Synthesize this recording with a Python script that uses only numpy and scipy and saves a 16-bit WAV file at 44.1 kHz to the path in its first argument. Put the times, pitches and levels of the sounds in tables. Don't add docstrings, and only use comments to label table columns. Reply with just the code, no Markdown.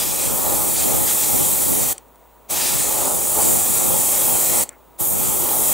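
import sys
import numpy as np
from scipy import signal
from scipy.fft import rfft, irfft, next_fast_len
from scipy.io import wavfile
from scipy.ndimage import uniform_filter1d

SR = 44100
rng = np.random.default_rng(int(sys.argv[2]) if len(sys.argv) > 2 else 0)


def log_audio(samples):
    frames = np.atleast_2d(samples).T
    limited = np.clip(frames, -1, 1)
    pcm = np.round(limited * 32767).astype(np.int16)
    wavfile.write(sys.argv[1], SR, pcm)


def ratio(d):
    e = np.asarray(d, float) / 20
    return 10 ** e


N = 252686
TIME = np.arange(N) / SR

# opens_s, shuts_s
VALVE = [
    (-.1, 1.929),
    (2.495, 4.637),
    (4.991, 5.9),
]
# pitch_hz, level_db (per Hz)
JET = [(2940, -40), (5000, -35), (5170, -40), (5610, -17.5), (6650, -6.5), (8360, 2), (9740, -1.5),
       (13600, -1.5), (15600, -1)]


def evened(x):
    return x / np.sqrt(np.mean(x ** 2) + 1e-20)


def colour(x, shape):
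    size = next_fast_len(N)
    hz = np.fft.rfftfreq(size, 1 / SR)
    return irfft(rfft(x, size) * shape(hz), size)[:N]


def read(points, hz):
    point_hz, value = np.transpose(points)
    return np.interp(np.log(hz + 1), np.log(point_hz + 1), value)


def peaks(modes, hz):
    power = 0
    for centre_hz, width_hz, level_db in modes:
        offset = 2 * (hz - centre_hz) / width_hz
        power = power + ratio(2 * level_db) / (1 + offset ** 2) ** 2
    return np.sqrt(power)


def air(shape, patchy_db, flicker_db, patch_bins=6, patch_frames=8, gaps=-9.):
    real, imaginary, patches = rng.standard_normal((N // 256 + 3, 257, 3)).T
    patches = uniform_filter1d(patches, max(int(patch_bins), 1), 0)
    patches = uniform_filter1d(patches, max(int(patch_frames), 1), 1)
    patches = evened(patches)
    flicker = rng.standard_normal(real.shape[1])
    gain = ratio(patchy_db * patches + flicker_db * flicker) * (patches > gaps)
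    spectrum = (real + 1j * imaginary) * gain
    noise = signal.istft(spectrum, SR, window="cosine", nperseg=512, noverlap=256)[1]
    return evened(colour(noise[:N], shape))


def bumps(rows, power):
    middle_s, half_s, *gains_db = np.transpose(rows)
    coarse_s = TIME[::64]
    distance = np.abs((coarse_s - middle_s[:, None]) / half_s[:, None])
    humps = np.exp(-distance ** power)
    return [np.interp(TIME, coarse_s, gain_db @ humps) for gain_db in gains_db]


def valve(delay_s, rise_s, fall_s):
    ease_s, ease_db = 0.022, -1.5
    bursts = []
    for opens_s, shuts_s in VALVE:
        opening = np.clip((TIME - opens_s - delay_s) / rise_s + 1, 0, 1) ** 2.25
        easing_db = ease_db * np.clip((TIME - shuts_s) / ease_s + 1, 0, 1)
        closing_db = -20 * np.clip((TIME - shuts_s) / fall_s, 0, 5)
        bursts.append(opening * ratio(easing_db + closing_db))
    return np.max(bursts, 0)


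def grip():
    # cap_ring_db, splash_db (over the jet), box_roar_db, draught_db, bright_draught_db
    holds = [
        (-2, -13, -34.5, -28.5, -32.5),
        (1.5, -13, -33.5, -28.5, -33),
        (-6, -16.5, -34, -25, -32.5),
    ]
    burst = np.searchsorted([shuts_s + .2 for _, shuts_s in VALVE], TIME)
    return np.transpose(holds)[:, burst]


def jet_hiss():
    def shape(hz):
        dip = 1 - .5 * peaks([(7780, 3100, 0.025)], hz)
        return ratio(read(JET, hz)) * dip
    return ratio(4.5) * air(shape, 1.7, 0.23)


def cap_ring():
    # pitch_hz, width_hz, level_db
    cap_modes = [(7155, 680, 1), (7830, 1170, 2), (8830, 1070, 0.5), (9910, 1900, -2.5)]
    return ratio(-2.0) * air(lambda hz: peaks(cap_modes, hz), 1.1, 0.44, patch_frames=16)


def splash():
    # pitch_hz, level_db (per Hz)
    splash_tone = [(820, -23), (1400, -9.5), (1580, -14), (1810, -7), (1970, -8.5), (2430, -7), (2840, -10),
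                   (3230, -4.5), (5120, -8), (6500, -1.5), (8450, -18), (14300, -120)]
    return ratio(2.5) * air(lambda hz: ratio(read(splash_tone, hz)), 1.73, 0.88, patch_bins=4, patch_frames=23)


def edge_whistle():
    # pitch_hz, width_hz, level_db
    edge_modes = [(2490, 480, -2.5), (3950, 700, -5.5), (4850, 190, 2.5), (5600, 480, -0.5)]
    return ratio(4.5) * air(lambda hz: peaks(edge_modes, hz), 1.4, 0.44, patch_bins=2.2, patch_frames=23)


def box_roar():
    # pitch_hz, level_db (per Hz)
    roar_tone = [(140, -31), (230, -9.5), (365, -4), (481, -4.5), (535, -2), (705, -4), (829, 0),
                 (936, -5.5), (1240, -8), (1600, -21.5), (2080, -42), (3520, -120)]
    # pitch_hz, width_hz, level_db
    box_modes = [(347, 37, -5), (544, 17, 4.5), (870, 74, -2.5), (1260, 120, -13)]

    def shape(hz):
        return np.hypot(ratio(read(roar_tone, hz)), peaks(box_modes, hz))
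    return ratio(0.38) * air(shape, 1.0, 1.0, patch_bins=1.6, patch_frames=18)


def port_hiss():
    # pitch_hz, level_db
    port_tone = [(9300, -82), (9900, -13), (10800, -7), (13000, -5), (14500, -8), (15500, -14.5)]

    def shape(hz):
        return ratio(read(JET, hz) + read(port_tone, hz))
    return ratio(-6.5) * air(shape, 3.2, 0.43, patch_bins=9.7, patch_frames=9.9, gaps=-.65)


def draught(level_db, bright_db):
    # pitch_hz, level_db (per Hz)
    wind_tone = [(12, -37), (20, -8.5), (108, 0), (250, -2), (470, -4.5), (651, -6), (1060, -12.5),
                 (1590, -25), (2250, -28.5), (2600, -37.5), (3380, -67), (5720, -120)]

    def wind(hz):
        return ratio(read(wind_tone, hz))

    def upper(hz):
        return 1 / (1 + (420 / (hz + 1)) ** 4)
    low = air(lambda hz: wind(hz) * np.sqrt(1 - upper(hz)), 1.9, 0.88, patch_bins=2, patch_frames=6.6)
    high = air(lambda hz: wind(hz) * np.sqrt(upper(hz)), 1.8, 0.53, patch_bins=3)
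    common = ratio(-16.5) * air(lambda hz: wind(hz) * (1 - upper(1.03 * hz)), 1.6, 0.64, patch_bins=1.9)
    opening = valve(0.016, 0.022, 0.0098)
    level = ratio(level_db - 1.35) * opening
    bright = ratio(bright_db - .5) * opening
    return level * common, level * low + bright * high


def spray():
    # time_s, jet_db
    pressure = [(0.0, -23.5), (.05, -25.5), (.35, -24.5), (.57, -22.5), (.75, -22.5), (.9, -22.5),
                (1.4, -21), (1.92, -23), (2.52, -25.5), (2.7, -24.5), (3.2, -24.5), (3.5, -21), (3.65, -22),
                (4.3, -21.5), (4.63, -22), (5.02, -22.5), (5.5, -22), (5.73, -19)]
    # middle_s, half_length_s, splash_gain_db, cap_ring_gain_db
    crossings = [(.02, 0.16, 6.5, 2.5), (.24, 0.062, 6.5, 6.5), (.80, 0.046, 6, 5.5),
                 (1.10, 0.033, 6.5, 4.5), (1.23, 0.033, 4, 5), (1.46, 0.032, 1.5, 5), (1.62, .06, 1.5, 3),
                 (1.86, 0.083, 2.5, 3), (2.64, 0.16, 8.5, 0.5), (2.82, 0.036, 3.5, 5.5),
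                 (2.93, 0.069, 2.5, -0.5), (3.04, .05, 3.5, 2.5), (3.43, 0.045, 4, 4.5), (3.62, 0.1, 0, 1),
                 (3.78, 0.056, 2, 1.5), (3.92, 0.045, -1, -4), (4.20, 0.12, 2, 0.5), (4.28, 0.06, -1.5, -5),
                 (4.54, 0.15, 3, 0.5), (5.10, .05, -3.5, -5), (5.27, 0.1, 3.5, 5.5), (5.46, 0.084, 3, 1),
                 (5.68, 0.078, 3.5, 5)]
    # middle_s, half_length_s, draught_db, bright_db, roar_gain_db
    strokes = [(.06, .08, 2, -2, 0), (.29, 0.055, 3, -2, 1.5), (.51, 0.16, 4, 2, 6.5),
               (.94, 0.13, 6.5, 5.5, 3.5), (1.39, .11, 6.5, 5.5, 1.5), (1.74, 0.12, 6, 5.5, 1),
               (2.57, 0.071, -1, 2, 1), (2.76, 0.057, 2, 0, -0.5), (3.04, .13, -0.5, 5, 5.5),
               (3.39, 0.033, 3, 5, 8), (3.17, 0.037, 2, 2, -1.5), (3.50, 0.096, 6.5, 8.5, 2.5),
               (3.89, .12, 4, 7.5, 3.5), (4.30, 0.14, 3.5, 4.5, 2.5), (4.57, .06, 2, 3.5, 4),
               (5.10, .07, -3.5, 3, -2.5), (5.30, 0.15, 0.5, 1, 1), (5.51, 0.093, -2.5, -0.5, 4.5),
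               (5.67, 0.084, -1.5, 1, 0.5)]
    cap_db, splash_db, roar_db, wind_db, bright_db = grip()
    hit_db, ringing_db = bumps(crossings, power=2.0)
    swing_db, bright_swing_db, fill_db = bumps(strokes, power=2.55)
    jet_db = np.interp(TIME, *np.transpose(pressure)) - 0.23 * ringing_db
    cap_db = cap_db + ringing_db
    splash_db = splash_db + hit_db
    roar_db = roar_db + fill_db - jet_db

    treble = ratio(jet_db) * valve(.014, 0.027, 0.0074)
    body = ratio(jet_db) * valve(0.012, 0.031, 0.0055)
    nozzle = jet_hiss() + ratio(cap_db) * cap_ring()
    impact = ratio(splash_db) * splash()
    impact += ratio(2.22 * splash_db) * edge_whistle()
    impact += ratio(roar_db) * box_roar()
    gust, gust_side = draught(wind_db + swing_db, bright_db + bright_swing_db)
    mid = treble * nozzle + body * impact + gust
    return mid, treble * port_hiss() + gust_side


def booth(x):
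    # pitch_hz, fade_s
    fade_times = [(300, 0.48), (1500, 0.34), (6000, 0.18), (15000, 0.1)]
    taps = np.zeros(SR // 2)
    at = np.arange(200, SR // 2 - 20, 20)
    signs = rng.choice([-1., 1.], len(at))
    taps[at + rng.integers(0, 20, len(at))] = signs
    hz, t, spectrum = signal.stft(taps, SR, nperseg=256)
    fade = ratio(-60 * t / read(fade_times, hz)[:, None])
    tail = signal.istft(spectrum * fade, SR, nperseg=256)[1]
    return signal.oaconvolve(x, tail / np.linalg.norm(tail))[:N]


def fan_and_lamp():
    # pitch_hz, level_db
    fan_tone = [(20, -13), (80, -6), (150, -6), (500, 0), (1000, -1), (1300, -6), (1650, -14), (2500, -17),
                (4000, -21), (5100, -27), (6500, -21), (8000, -19), (10000, -21), (13500, -22),
                (14800, -18), (15800, -17)]
    # pitch_hz, level_db (per Hz)
    fan_side_tone = [(12, -39), (20, -7), (290, -6), (781, -13), (1250, -25), (1470, -43), (7910, -50),
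                     (8590, -38), (14500, -20)]
    # pitch_hz, level_db
    hum = [(58.6, -59.5), (960, -62.5)]
    # lowest_line_hz, levels_db (one for each line)
    whine = [(14675, [-81, -78, -81, -68, -71, -68, -74, -74, -79]), (15188, [-80, -81, -73, -75, -67])]
    lines = list(hum)
    for lowest_hz, levels_db in whine:
        for k, level_db in enumerate(levels_db):
            lines.append((lowest_hz + k * 120, level_db))
    tones = np.zeros(N)
    for pitch_hz, level_db in lines:
        tones += ratio(level_db) * np.sqrt(2) * np.cos(2 * np.pi * pitch_hz * TIME)
    wash = ratio(-52.3) * air(lambda hz: ratio(read(fan_tone, hz)), 0.63, 0.18)
    wash_side = ratio(-56) * air(lambda hz: ratio(read(fan_side_tone, hz)), 1.3, 0.4)
    return wash + tones, wash_side + 0.098 * tones


def snaps():
    # time_s, peak_db, lean_db (to the cap's mode)
    knocks = [
        (1.980, -18, -4),
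        (2.0824, -52, 0),
        (2.157, -43, -2),
        (4.6906, -15, 2.5),
        (4.7274, -44, 2),
    ]
    # pitch_hz, level_db, fade_s (by 60 dB)
    brass = [(2160, -15, 0.0074), (3300, -15.5, 0.0065), (4440, -19, .007), (5870, -9, 0.01),
             (7450, -3.5, 0.0044), (8640, -0.5, 0.0055), (10400, -17, .005), (11200, -18, 0.0046),
             (12800, -18, .005), (15000, -16, .005)]
    cap_mode = 4
    out = np.zeros(N)
    t = np.arange(1500) / SR
    chance = rng.standard_normal((len(knocks), len(brass), 2))
    for (time_s, peak_db, lean_db), luck in zip(knocks, chance):
        ring = np.zeros(len(t))
        for k, (pitch_hz, level_db, fade_s) in enumerate(brass):
            luck_db, phase = luck[k]
            start_db = level_db + luck_db + lean_db * (k == cap_mode)
            fading_db = -60 * np.maximum(t - .0011, 0) / (0.64 * fade_s)
            ring += ratio(start_db + fading_db) * np.sin(2 * np.pi * (pitch_hz * t + phase))
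        ring *= np.minimum(t / 0.00034, 1)
        ring[115:] += 0.28 * ring[:-115]
        at = round((time_s + .0005) * SR)
        out[at:at + len(t)] += ratio(peak_db) * ring / abs(ring).max()
    return out


def scuff():
    # (pitch_hz, width_hz, level_db)
    glove_rub = (4.725, 0.033, -53, [(1470, 800, 0), (2110, 640, -1)])
    middle_s, half_s, level_db, modes = glove_rub
    rub = evened(colour(rng.standard_normal(N), lambda hz: peaks(modes, hz)))
    return ratio(level_db) * rub * np.exp(-((TIME - middle_s) / half_s) ** 2)


def scene():
    jet, jet_side = spray()
    floor, floor_side = fan_and_lamp()
    knocks = snaps()
    echoes = ratio(-16.5) * booth(jet + 0.23 * knocks)
    echoes_side = ratio(-30.0) * booth(jet_side)
    mid = jet + knocks + echoes + scuff() + floor
    side = jet_side + echoes_side + 0.16 * knocks + floor_side
    return np.array([mid + side, mid - side])


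def band_limit(x):
    return signal.sosfilt(signal.butter(12, 17080, fs=SR, output="sos"), x)


def record(dry):
    edge = signal.firwin(1501, 15740, window=("kaiser", 9), fs=SR)
    mix = signal.oaconvolve(dry, edge[None], "same")
    return band_limit(mix)


dry = scene()
out = record(dry)
log_audio(out)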